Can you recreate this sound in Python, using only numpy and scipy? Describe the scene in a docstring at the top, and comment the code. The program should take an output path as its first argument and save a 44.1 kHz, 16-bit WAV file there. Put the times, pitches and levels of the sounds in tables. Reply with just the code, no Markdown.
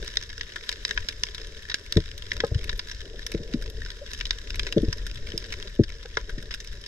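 """A diver drifts along a rocky reef with a camera in a waterproof housing. From the start, shrimp snap
all around and ring the housing, near ones sharp, far ones a fizz; the water rumbles and hums, and a murmur
swells as the grip shifts. From 2 s on, gear bumps the mount and three shoves set off deep swings.
Hard parts clack at 2.4 s, rubber squeaks at 4 s, and more bumps fall near 4.8 and 5.8 s.
Two lighter clacks follow just after 6 s, the second with a hard click; the shrimp crackle to the end."""
import sys
import numpy as np
from scipy import signal
from scipy.fft import rfft, irfft, next_fast_len
from scipy.io import wavfile

SR = 44100
rng = np.random.default_rng(int(sys.argv[2]) if len(sys.argv) > 2 else 0)


def pcm_store(signal):
    """Save signal as 16-bit PCM."""
    levels = np.round(np.clip(np.atleast_2d(signal), -1, 1) * 32767)
    wavfile.write(sys.argv[1], SR, levels.astype(np.int16).T)


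N = 302967
LEFT_LAG_SAMPLES = 6


def gain_of(db):
    """Decibels to amplitude."""
    return 10 ** (np.asarray(db) / 20)


def unit_rms(x):
    """Scales to unit rms."""
    return x / np.sqrt(np.mean(x ** 2) + 1e-20)


def spectrum_db(rows, hz, column=1):
    """One column of a spectrum table, interpolated over log frequency."""
    table = np.transpose(rows)
    return np.interp(np.log(hz + 1), np.log(table[0] + 1), table[column])


def envelope(rows):
    """Rows of seconds and dB to a gain per sample."""
    return gain_of(np.interp(np.arange(N) / SR, *np.transpose(rows)))


def add(mix, start_s, sound):
    """Mixes a sound in at start_s."""
    part = mix[..., max(round(start_s * SR), 0):][..., :sound.shape[-1]]
    part += sound[..., :part.shape[-1]]


def minimum_phase(rows, column=1, size=2048):
    """Impulse response with this spectrum, ringing only after its onset."""
    hz = abs(np.fft.fftfreq(size, 1 / SR))
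    log_gain = np.log(gain_of(spectrum_db(rows, hz, column)))
    return np.fft.ifft(np.exp(np.conj(signal.hilbert(log_gain)))).real


def shaped(x, rows):
    """Filters a steady sound by this spectrum; unit rms."""
    size = next_fast_len(N)
    response = gain_of(spectrum_db(rows, np.fft.rfftfreq(size, 1 / SR)))
    return unit_rms(irfft(rfft(x, size) * response, size)[:N])


def wander(rate_hz):
    """Random curve of unit rms with rate_hz knots a second."""
    knots = rng.standard_normal(N // 20)
    return unit_rms(np.interp(np.arange(N) * rate_hz / SR, np.arange(len(knots)), knots))


def snap(ring_hz, depth_db, sparkle_db, scatter_s, build_s=0.00041, ring_db=8, ring_octaves=0.2):
    """A spike, as of a collapsing bubble, and a spray of rock echoes. Direction favours one shell ring."""
    size, coherence = 2048, 0.6
    t = np.arange(size) / SR
    shared, left, right = rng.standard_normal((3, size))
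    spray = np.sqrt(coherence) * shared + np.sqrt(1 - coherence) * np.array([left, right])
    spray *= (1 - np.exp(-t / build_s)) * np.exp(-t / scatter_s)
    spray /= np.linalg.norm(spray[0])
    spray[:, 0] += 0.39  # direct spike
    hz = np.geomspace(300, SR / 2, 120)
    tilt_db = spectrum_db([(1500, depth_db), (3000, 0), (6000, 0.0059), (10000, sparkle_db)], hz)
    peak_db = ring_db * np.exp(-(np.log2(hz / ring_hz) / ring_octaves) ** 2)
    colour = minimum_phase(np.transpose([hz, tilt_db + peak_db]), size=512)
    sound = housing(signal.fftconvolve(spray, colour[None], axes=1)[:, :size])
    return sound / np.linalg.norm(sound)


# Sharp shrimp snaps, plus the hard click of the gear clack at 6.17 s.
# Each row: start in seconds, relative level in dB, favoured ring in Hz,
# depth (gain at 1.5 kHz) in dB, sparkle (gain at 10 kHz) in dB.
SNAPS_AND_CLICK = [(0.1707, -19, 4400, -7.5, -9), (0.41, -27.5, 1800, -5.5, -19),
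                   (0.5592, -28.5, 1360, 5.5, 1), (0.6914, -23.5, 4630, -4.5, 3.5),
                   (0.8502, -22, 4970, -5, -3), (0.909, -24, 1790, 0, -1), (0.9755, -20.5, 1610, 4, -36),
                   (1.0866, -24.5, 4830, -4, 4), (1.235, -20.5, 5170, -7.5, 0), (1.3468, -33, 4120, -4, 5),
                   (1.698, -28.5, 4500, 3, 0), (1.715, -29.5, 3640, 4, -36), (1.7427, -21.5, 4260, -3, -1),
                   (1.9236, -24, 4360, -8.5, 5), (1.9698, -24, 3480, -0.5, 1),
                   (2.1783, -38.5, 12600, -23, 10), (2.317, -22.5, 1980, -4.5, -21),
                   (2.403, -22, 1930, 2, -13), (2.6933, -25, 3950, -0.5, -14), (2.777, -49, 12500, -22, 20),
                   (2.793, -27, 4870, 1, -1), (2.9137, -32.5, 5600, -3.5, -2),
                   (3.2651, -28.5, 5800, -6, 12.5), (3.6995, -43, 12500, -26, 11),
                   (4.2097, -27, 2320, -7, -15), (4.254, -29, 3060, -9, -2), (4.3074, -20, 4540, -1.5, -9),
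                   (4.595, -23.5, 2390, -2, 1), (4.6696, -32, 2110, -4, -1), (4.7243, -26.5, 2700, -3, 2),
                   (4.9275, -27, 5400, 1, 5), (5.3776, -25.5, 5200, -18, 9.5), (5.836, -32.5, 4800, -2, -2),
                   (6.1706, -20.5, 1380, 8.5, -16), (6.294, -34.5, 1530, 4, 4),
                   (6.509, -33.5, 4900, 5.5, -8), (6.6025, -36.5, 6050, -8, 3)]


def snaps_and_click(gain_db=29, typical_db=-23, typical_scatter_s=0.0027):
    """Near shrimp and one gear click. Echoes last longer when faint (far) or deep (via the rock)."""
    out = np.zeros((2, N))
    for start_s, db, ring_hz, depth_db, sparkle_db in SNAPS_AND_CLICK:
        doublings = (typical_db - db) / 9 + depth_db / 14
        scatter_s = typical_scatter_s * 2 ** doublings
        add(out, start_s, gain_of(db + gain_db) * snap(ring_hz, depth_db, sparkle_db, scatter_s))
    return out


# Path from water to microphones. 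Each row: frequency in Hz, left gain in dB, right gain in dB.
HOUSING_RESPONSE = [(413, -15.5, -10.5), (914, -25, -24.5), (989, -1.5, -13), (1265, -32, -6),
                    (1387, -7, -3.5), (1810, 8, -1.5), (2060, -8, 1), (2490, -4, -20), (2600, -4.5, -4.5),
                    (3200, 0, -17.5), (3862, 1.5, 1.5), (4085, -8, -7.5), (4980, -10, -5), (5020, -3, 2),
                    (5504, -10.5, -3), (7490, -18, -21), (8560, -23.5, -29), (10550, -25.5, -30.5),
                    (12560, -42.5, -28.5), (16000, -49, -51.5)]


def housing(x):
    """The shell rings differently at each microphone and reaches the left one later."""
    left = np.roll(minimum_phase(HOUSING_RESPONSE, column=1), LEFT_LAG_SAMPLES)
    right = minimum_phase(HOUSING_RESPONSE, column=2)
    return signal.oaconvolve(x, np.array([left, right]), axes=1)[:, :x.shape[1]]


def crackle(snaps, per_s, spread_db, max_nearness):
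    """Snaps at random times: few shrimp are near and loud, many far and faint."""
    out = np.zeros((2, N))
    draws = np.random.default_rng(rng.integers(2 ** 31)).random((int(per_s * N / SR), 3))
    for when, distance, pick in draws:
        db = spread_db * min(-np.log(distance), max_nearness)
        add(out, when * N / SR, gain_of(db) * snaps[int(pick * len(snaps))])
    return unit_rms(out)


# Each row: frequency in Hz, relative level in dB.
FIZZ_SPECTRUM = [(1000, 4.5), (3000, -2), (7000, 7.5), (11000, 4), (15500, 12)]


def fizz():
    """The farthest snaps blur into noise, partly shared by both microphones."""
    blur = rng.standard_normal(N) + 1.65 * rng.standard_normal((2, N))
    return unit_rms(housing(np.array([shaped(side, FIZZ_SPECTRUM) for side in blur])))


# Each row: time in seconds, relative level in dB.
COLONY_LEVEL = [(0.0, -46), (0.31, -51.5), (0.88, -46.5), (1.24, -49.5), (3.75, -52), (4.36, -48.5),
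                (5.2, -50), (5.66, -48.5), (5.85, -55.5), (6.1, -52), (6.28, -52), (6.87, -52)]


def far_shrimp(dull_db=5, ticks_db=-13, fizz_db=-2, flurry_db=2.5, count=60):
    """Dull crackle off the rocks in brief flurries, thin ticks in direct line of the camera, and fizz."""
    rings_hz = np.geomspace(1450, 6500, count)
    dull_snaps = [snap(hz, 2.24 * depth - 2, 4.9 * sparkle + 2, scatter_s=0.0028 * np.exp(0.5 * smear))
                  for hz, (depth, sparkle, smear) in zip(rings_hz, rng.standard_normal((count, 3)))]
    thin_snaps = [snap(hz, depth_db=-28, sparkle_db=10, scatter_s=0.0011)
                  for hz in np.geomspace(6500, 14000, count // 4)]
    flurries = gain_of(flurry_db * wander(rate_hz=28))
    dull = gain_of(dull_db) * flurries * crackle(dull_snaps, per_s=600, spread_db=6, max_nearness=4.84)
    ticks = gain_of(ticks_db) * crackle(thin_snaps, per_s=120, spread_db=4.5, max_nearness=6.5)
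    return envelope(COLONY_LEVEL) * (dull + ticks + gain_of(fizz_db) * fizz())


def struck(modes, contact_s):
    """Decaying modes, driven up over the contact time; neighbours swing in opposite senses."""
    t = np.arange(SR // 5) / SR
    rise = np.sin(np.pi / 2 * np.minimum(t / contact_s, 1)) ** 2
    detune = 1 + 0.0365 * rng.standard_normal(len(modes))
    return rise * sum((-1) ** k * gain_of(db - 60 * t / t60_s) * np.sin(2 * np.pi * hz * detune[k] * t)
                      for k, (hz, db, t60_s) in enumerate(modes))


# Camera and mount. Each row: frequency in Hz, relative level in dB, T60 in seconds.
MOUNT_MODES = [(43, -6, 0.2), (85.7, 4, 0.084), (125, 4, 0.07), (159, 2, 0.082), (222, -1.5, 0.066),
               (328.3, 3, 0.07), (414.6, 3, 0.062), (451, 4, 0.064), (589, -6.5, 0.076), (645, -6, 0.04)]
# Centres of the thump, body and ring bands in Hz.
BUMP_BANDS_HZ = [116, 251, 546]
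# Each row: start in seconds, then thump, body and ring gains in dB.
BUMPS = [(1.961, -18.5, -18.5, -31.5), (1.972, -25.5, -25.5, -27), (2.435, -38, -34, -45),
         (2.512, -25, -51, -35.5), (2.551, -21, -56, -48), (3.342, -33.5, -26, -31.5),
         (3.398, -38.5, -38.5, -52), (3.54, -41, -14, -59), (4.762, -31, -14.5, -42),
         (4.768, -24.5, -28, -15.5), (4.801, -36, -36, -47), (4.829, -48, -15.5, -38.5),
         (4.877, -27, -36, -40.5), (5.336, -41, -37, -44), (5.791, -23.5, -11, -26),
         (5.799, -21, -22.5, -32), (6.375, -43.5, -35.5, -56)]


def bumps(gain_db=6, contact_s=0.0022, padding_hz=680):
    """Soft blows ring the low modes of the mount; the padded contact keeps them dull."""
    out = np.zeros(N)
    for start_s, *band_db in BUMPS:
        modes = [(hz, db + np.interp(np.log(hz), np.log(BUMP_BANDS_HZ), band_db), t60_s)
                 for hz, db, t60_s in MOUNT_MODES]
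        add(out, start_s, gain_of(gain_db) * struck(modes, contact_s))
    return signal.sosfilt(signal.butter(4, padding_hz, fs=SR, output="sos"), out)


# Each row: start in seconds, relative level in dB.
CAMERA_SHOVES = [(1.968, -17), (2.736, -21), (4.882, -18)]


def shoves(swing_hz=39, t60_s=0.19):
    """The camera jerks and the water pushes back: a deep, short swing of pressure."""
    out = np.zeros(N)
    t = np.arange(SR // 4) / SR
    for start_s, db in CAMERA_SHOVES:
        add(out, start_s, gain_of(db - 60 * t / t60_s) * np.sin(2 * np.pi * swing_hz * t))
    return out


# Each row: frequency in Hz, relative level in dB, T60 in seconds.
GEAR_MODES = [(454, 11.5, 0.04), (553, -5, 0.076), (680, -13, 0.045), (806, 1, 0.031), (1022, -19, 0.098),
              (1270, -5, 0.045), (1730, -3, 0.039)]
# Each row: start in seconds, relative level in dB.
GEAR_CLACKS = [(2.435, -17), (6.051, -37.5), (6.169, -28)]


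def clacks(contact_s=0.0069):
    """Hard parts of the gear meet and ring hollow."""
    out = np.zeros(N)
    for start_s, db in GEAR_CLACKS:
        add(out, start_s, gain_of(db) * struck(GEAR_MODES, contact_s))
    return out


# Each row: time in seconds, pitch in Hz, relative level in dB.
SQUEAK_CONTOUR = [(4.011, 500, -55), (4.018, 542, -33.5), (4.028, 602, -37), (4.040, 543, -43),
                  (4.052, 467, -58)]


def squeak():
    """Rubber slips briefly: a soft tone that arches in pitch."""
    times_s, hz, db = np.transpose(SQUEAK_CONTOUR)
    t = np.arange(times_s[0], times_s[-1], 1 / SR)
    phase = 2 * np.pi * np.cumsum(np.interp(t, times_s, hz)) / SR
    out = np.zeros(N)
    add(out, times_s[0], gain_of(np.interp(t, times_s, db)) * np.sin(phase))
    return out


# Each row: time in seconds, relative level in dB.
FLOW_LEVEL = [(0.0, -43.5), (0.74, -50), (0.92, -43), (1.32, -46), (1.62, -50), (1.89, -45.5),
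              (2.05, -39.5), (2.7, -40.5), (3.1, -44.5), (3.81, -36.5), (4.0, -44.5), (4.99, -35.5),
              (6.1, -45.5), (6.35, -37.5), (6.45, -39), (6.87, -46)]
# Each row: frequency in Hz, relative spectral density in dB.
FLOW_SPECTRUM = [(8, -2.5), (20, -3), (38, 2.5), (62, -6.5), (90, -11), (140, -23), (260, -31.5),
                 (700, -56), (2000, -100)]


def water_flow(gain_db=5, lumpy_db=2):
    """Eddies press on the housing: a lumpy rumble."""
    eddies = rng.standard_normal(N) * gain_of(lumpy_db * wander(rate_hz=11))
    return gain_of(gain_db) * envelope(FLOW_LEVEL) * shaped(eddies, FLOW_SPECTRUM)


# Each row: midpoint in seconds, length in seconds, relative level in dB.
GRIP_SHIFTS = [(0.0, 0.17, -49), (0.795, 0.59, -62), (1.482, 0.14, -52), (2.527, 0.8, -52),
               (3.122, 0.4, -49.5), (3.504, 0.67, -46), (4.782, 1, -49.5), (5.41, 0.75, -49),
               (6.38, 0.34, -51.5)]
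# Shared by hum and murmur. Each row: frequency in Hz, relative spectral density in dB.
HOLLOW_SPECTRUM = [(60, -41), (150, -5), (270, -10), (350, -4.5), (450, 3.5), (520, -8.5), (580, -4),
                   (720, -22), (900, -32), (2000, -83)]


def water_hum_and_grip(gain_db=-0.5, hum_db=-54.5, grain_db=3):
    """A steady hollow water hum near 450 Hz, with a dull murmur swelling as the grip shifts."""
    t = np.arange(N) / SR
    swells = sum(gain_of(db) * np.cos(np.pi * np.clip((t - middle_s) / length_s, -0.5, 0.5)) ** 2
                 for middle_s, length_s, db in GRIP_SHIFTS)
    grainy = rng.standard_normal(N) * gain_of(grain_db * wander(rate_hz=70))
    return gain_of(gain_db) * (gain_of(hum_db) + swells) * shaped(grainy, HOLLOW_SPECTRUM)


def reef_echoes(x, wet_db=-17, t60_s=0.14):
    """Adds faint, quickly fading echoes from the overhang and the surface."""
    t = np.arange(8192) / SR
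    tail = rng.standard_normal((2, len(t))) * gain_of(-60 * t / t60_s)
    tail /= np.linalg.norm(tail[0])
    return x + gain_of(wet_db) * signal.oaconvolve(x, tail, axes=1)[:, :N]


def scene(left_db=1, right_db=-1.67):
    """Snaps arrive with reef echoes; handling and water noise reach both microphones nearly alike."""
    close = bumps() + clacks() + squeak() + shoves() + water_flow() + water_hum_and_grip()
    left = gain_of(left_db) * np.roll(close, LEFT_LAG_SAMPLES)
    right = gain_of(right_db) * close
    return reef_echoes(snaps_and_click() + far_shrimp()) + np.array([left, right])


def record(dry, cutoff_hz=16200):
    """The band limit of the camera."""
    lowpass = signal.firwin(511, cutoff_hz, window=("kaiser", 9), fs=SR)
    return signal.oaconvolve(dry, lowpass[None], "same")


dry = scene()
out = record(dry)
pcm_store(out)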